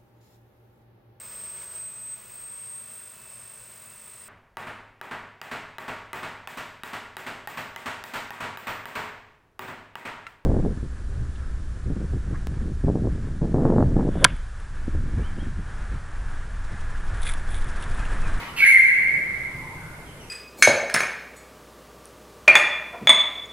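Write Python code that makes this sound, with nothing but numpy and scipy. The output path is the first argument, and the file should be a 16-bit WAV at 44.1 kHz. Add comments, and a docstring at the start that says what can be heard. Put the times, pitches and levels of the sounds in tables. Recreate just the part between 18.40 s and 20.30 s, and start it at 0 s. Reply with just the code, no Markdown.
"""A small bird gives one short whistled call in a bare, hard-walled room.
The note flicks down from a high start and holds near 2.2 kHz, while the other side of the
bird's voice box adds a lower tone. Echoes off the walls ring on for over a second.
Faint far chirps and tones and a soft rustle of wings sound over low room noise.
An automatic volume control dips under the call and recovers."""
import sys
import numpy as np
from scipy import signal
from scipy.fft import rfft, irfft
from scipy.io import wavfile
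from scipy.ndimage import uniform_filter1d, minimum_filter1d

SR = 44100
rng = np.random.default_rng(int(sys.argv[2]) if len(sys.argv) > 2 else 0)


def to_wav(sig):
    """Store sig (one row per channel, or 1-D mono) as 16-bit WAV at the path in sys.argv[1].

    Samples outside -1..1 are clipped; the rate is SR.
    """
    pcm = np.clip(np.atleast_2d(sig), -1, 1) * 32767
    pcm = np.round(pcm).astype(np.int16)
    wavfile.write(sys.argv[1], SR, pcm.T)  # frames by channels


N = 83790
TIME, FREQS = np.arange(N) / SR, np.fft.rfftfreq(N, 1 / SR)

# how alike a noise is in the two ears (frequency [Hz], likeness [0-1])
EAR_LIKENESS = [(30, 0.95), (150, 0.98), (500, 0.91), (1000, 1), (2500, 0), (10000, .1)]
# tone colour of the steady room noise (frequency [Hz], relative level [dB])
ROOM_NOISE_COLOUR = [(25, -5.5), (180, -7.5), (320, -9.5), (600, -13.5), (1500, -22.5), (2500, -25),
                     (4000, -31), (7000, -30.5), (9500, -26), (13000, -33.5), (15000, -55.5)]
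# tone colour of the low rumble (frequency [Hz], relative level [dB])
RUMBLE_COLOUR = [(20, -7), (55, -4.5), (90, -2.5), (150, -1), (230, -17), (500, -20.5), (1200, -41.5)]
# how the rumble rises and falls (time [s], level [dB])
RUMBLE_LEVEL = [(0, -46), (.45, -50), (.78, -50.5), (1.02, -40.5), (1.11, -50), (1.19, -38.5), (1.3, -44),
                (1.5, -42), (1.7, -49.5), (1.9, -49.5)]
# tone colour of a faint mid-pitched hiss (frequency [Hz], relative level [dB])
HISS_COLOUR = [(200, -15.5), (600, -16.5), (1000, -12), (1600, -10), (2200, -6), (3000, -17.5), (4200, -20),
               (8000, -33.5), (15000, -33)]
# the hiss fades early, then comes back a little (time [s], level [dB])
HISS_LEVEL = [(0, -35.5), (.1, -40), (.17, -46.5), (.4, -59), (1.0, -47.5), (1.3, -51), (1.9, -54.5)]
# far chirps and tones (start [s], length [s], pitch [Hz], glide [octaves], level [dB])
FAR_CALLS = [(0, .04, 931, 0.0078, -33), (0, 0.053, 1059, 0.0037, -39), (0, 0.082, 2130, -.15, -42),
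             (0.022, 0.082, 3000, 0, -43), (.07, 0.034, 1119, 0.105, -37),
             (0.098, 0.18, 1385, -0.014, -44.5), (0.835, 0.25, 1358, -0.045, -49.5),
             (1.08, 0.33, 1006, .07, -47.5), (1.195, .22, 894, .05, -45), (1.369, .18, 1535, -0.11, -43),
             (1.66, 0.062, 3270, -0.16, -51), (1.796, 0.08, 3160, -0.39, -48),
             (1.806, 0.0495, 5900, -.06, -52)]
# tone colour of the rustling wings (frequency [Hz], relative level [dB])
WING_COLOUR = [(60, -19), (160, -2.5), (300, -18), (600, -14.5), (1000, -31), (3000, -37.5)]
# how long the room rings (frequency [Hz], time to fade by 60 dB [s])
RING_TIME = [(500, 3.1), (1600, 1.88), (2150, 1.76), (2800, 1.38), (4500, 1.43), (9000, 0.8), (14000, 1.13)]
# tone colour of the raspy air around the note (frequency [Hz], relative level [dB])
RASP_COLOUR = [(1200, -27.5), (1900, -8.5), (2480, -10), (2660, 6.5), (2850, -6), (3800, -18),
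               (4400, -12.5), (4800, -20.5), (7500, -25.5), (10800, -20), (13400, -23), (14500, -45)]
# the throat and beak favour some overtones (frequency [Hz], gain [dB])
BEAK_FILTER = [(3600, -49), (4300, -29.5), (4600, -52), (5200, -24), (6300, -36), (7500, -35.5),
               (8600, -35.5), (9020, -22), (9400, -33), (10300, -31), (10800, -30.5), (11250, -29.5),
               (11700, -31)]
# thin squeak high above the note (time [s], pitch [Hz], level [dB])
SQUEAK = [(.246, 10600, -37), (.272, 10800, -19), (.300, 10900, -35), (.335, 11000, -51)]
# lower tone from the other side of the voice box (time [s], pitch [Hz], level [dB])
LOW_VOICE = [(.217, 1551, -25.5), (.226, 1587, -15), (.250, 1609, -18), (.272, 1671, -17.5),
             (.290, 1704, -31.5), (.305, 1586, -20)]
# the main whistle (time [s], pitch [Hz], level [dB], roughness [0 pure, 1 or more hoarse])
MAIN_VOICE = [(.163, 2704, -48, 1.11), (.1795, 2732, -17, 0.54), (.182, 3318, -26.5, 0.26),
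              (.187, 2293, -15, 0.48), (.200, 2310, -18, 0.27), (.207, 2259, -3.5, 0.42),
              (.213, 2225, -19.5, 0.65), (.222, 2222, -5.5, 0.36), (.241, 2263, 2, 0.2),
              (.248, 2046, -11, 1), (.268, 2005, -3.5, 0.77), (.280, 2147, 0.5, 0.23),
              (.302, 2266, -7, 0.06), (.318, 2259, -11.5, .45), (.338, 2083, -7.5, 0.45),
              (.360, 2136, 0, 0.31), (.378, 1973, -2, 0.1)]


def amp(db):
    """Turns decibels into a number to multiply by."""
    return 10 ** (np.asarray(db) / 20)


def unit(x):
    """Scales a signal to an average strength (rms) of 1."""
    return x / np.sqrt(np.mean(x ** 2) + 1e-20)


def at_frequency(table, hz):
    """Looks up a frequency table, spacing it by octaves."""
    freqs, values = np.transpose(table)
    return np.interp(np.log(hz + 1), np.log(freqs + 1), values)


def curve(table, column=1):
    """Joins the points of a time table with straight lines."""
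    table = np.array(table)
    return np.interp(TIME, table[:, 0], table[:, column])


def swell(centre_s, width_s):
    """A smooth rise to 1 and back."""
    return np.exp(-.5 * ((TIME - centre_s) / width_s) ** 2)


def stereo_pair(a, b, likeness):
    """Blends two unrelated noises into a partly alike left and right."""
    return np.array([a, likeness * a + np.sqrt(1 - likeness ** 2) * b])


def noise(colour):
    """Stereo noise of a given tone colour, its bass alike in both ears."""
    a, b = rfft(rng.standard_normal((2, N)))
    white = stereo_pair(a, b, at_frequency(EAR_LIKENESS, FREQS))
    return unit(irfft(white * amp(at_frequency(colour, FREQS)), N))


def waver(top_hz):
    """A random wobble, mostly slower than top_hz."""
    return unit(irfft(rfft(rng.standard_normal(N)) / (1 + (FREQS / top_hz) ** 4), N))


def hoarse_band(phase, width_hz):
    """A narrow band of noise that follows a tone's pitch."""
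    return (waver(width_hz) * np.sin(phase) + waver(width_hz) * np.cos(phase)) / np.sqrt(2)


def voice(table, rough):
    """One whistle's phase, loudness and sound; roughness shakes the pitch and makes it hoarse."""
    rough = np.clip(rough, 0, 1)
    pitch = curve(table) * (1 + .0204 * rough * waver(top_hz=210))
    phase = 2 * np.pi * np.cumsum(pitch) / SR
    from_edge_s = np.minimum(TIME - table[0][0], table[-1][0] - TIME)
    loudness = np.clip(from_edge_s / .0018, 0, 1) * amp(curve(table, column=2))  # quick fade in and out
    tone = np.sqrt(1 - rough ** 2) * np.sin(phase) + rough * hoarse_band(phase, width_hz=194)
    return phase, loudness, loudness * tone


def background():
    """Steady room noise, a drifting low rumble and a faint hiss."""
    steady = amp(-45) * noise(ROOM_NOISE_COLOUR)
    rumble = amp(curve(RUMBLE_LEVEL)) * noise(RUMBLE_COLOUR)
    hiss = amp(curve(HISS_LEVEL)) * noise(HISS_COLOUR)
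    return steady + rumble + hiss


def far_calls():
    """Faint, hoarse gliding tones that swell and fade."""
    calls = np.zeros(N)
    for start, length, hz, octaves, db in FAR_CALLS:
        _, _, tone = voice([(start, hz, db), (start + length, hz * 2 ** octaves, db)], rough=.773)
        calls += tone * swell(start + length / 2, length / 2)
    return calls


def wings():
    """A soft swell of air from the wings as the bird flies past."""
    return amp(-42.5) * swell(centre_s=.774, width_s=.067) * noise(WING_COLOUR)


def room(direct):
    """Bare walls follow the direct sound with a blur of echoes; low pitches ring longest."""
    white = stereo_pair(*rng.standard_normal((2, N)), likeness=.34)
    hz, age, bands = signal.stft(white, SR, nperseg=256)
    fade = np.exp(-np.log(1000) * age / at_frequency(RING_TIME, hz)[:, None])
    tail = signal.istft(bands * fade, SR, nperseg=256)[1][:, :N]
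    delay_s, build_s = .0013, .0027
    tail *= 1 - np.exp(-np.maximum(TIME - delay_s, 0) / build_s)
    echoes = unit(signal.fftconvolve(direct[None], tail, axes=1)[:, :N]) * direct.std()
    side = np.array([[-1], [1]])  # the left ear hears it a little softer and later
    left, right = direct * amp(-3 + side) + echoes * amp(-1 + .88 * side)
    return np.array([np.roll(left, round(.00007 * SR)), right])


def overtones(phase, loudness):
    """Hoarse multiples of the pitch, shaped by throat and beak, that bloom in mid-note."""
    bloom = np.sqrt(loudness * loudness.max()) * (.071 + swell(centre_s=.291, width_s=.029))
    stack = sum(.73 * np.sin(k * phase) + hoarse_band(k * phase, width_hz=404) for k in range(2, 6))
    return irfft(rfft(bloom * stack) * amp(at_frequency(BEAK_FILTER, FREQS)), N)


def bird():
    """Each side of the voice box whistles a tone; overtones, raspy air and a squeak join in."""
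    phase, loudness, main = voice(MAIN_VOICE, rough=curve(MAIN_VOICE, column=3))
    _, _, low = voice(LOW_VOICE, rough=.37)
    high = overtones(phase, loudness)
    rasp_shape = swell(centre_s=.18, width_s=.084) * (loudness / loudness.max()) ** .24
    rasp = amp(-21.5) * rasp_shape * noise(RASP_COLOUR)[0]
    _, _, squeak = voice(SQUEAK, rough=.752)
    return main + low + high + rasp + squeak


def scene():
    """The bird and the far calls echo in the room, over the wings and the background."""
    return room(bird() + far_calls()) + wings() + background()


def record(dry):
    """Turns loud moments down, recovers slowly, holds peaks in and cuts the highest treble."""
    threshold_db, dip_share, cutoff_hz = -18.5, .31, 15300
    level_db = 10 * np.log10(abs(uniform_filter1d((dry ** 2).mean(0), size=900)) + 1e-12)
    fall_db = 52 * TIME
    held_db = np.maximum.accumulate(level_db + fall_db) - fall_db  # jumps up, sinks slowly
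    excess_db = np.maximum(held_db - threshold_db, 0)
    dipped = dry / amp(dip_share * uniform_filter1d(excess_db, size=600))
    peak_gain = minimum_filter1d(1 / np.maximum(abs(dipped).max(0), 1), size=300)
    limited = dipped * uniform_filter1d(peak_gain, size=300)
    treble_cut = signal.firwin(511, cutoff_hz, window=("kaiser", 9), fs=SR)
    return signal.oaconvolve(limited, treble_cut[None], "same")


dry = scene()
out = record(dry)
to_wav(out)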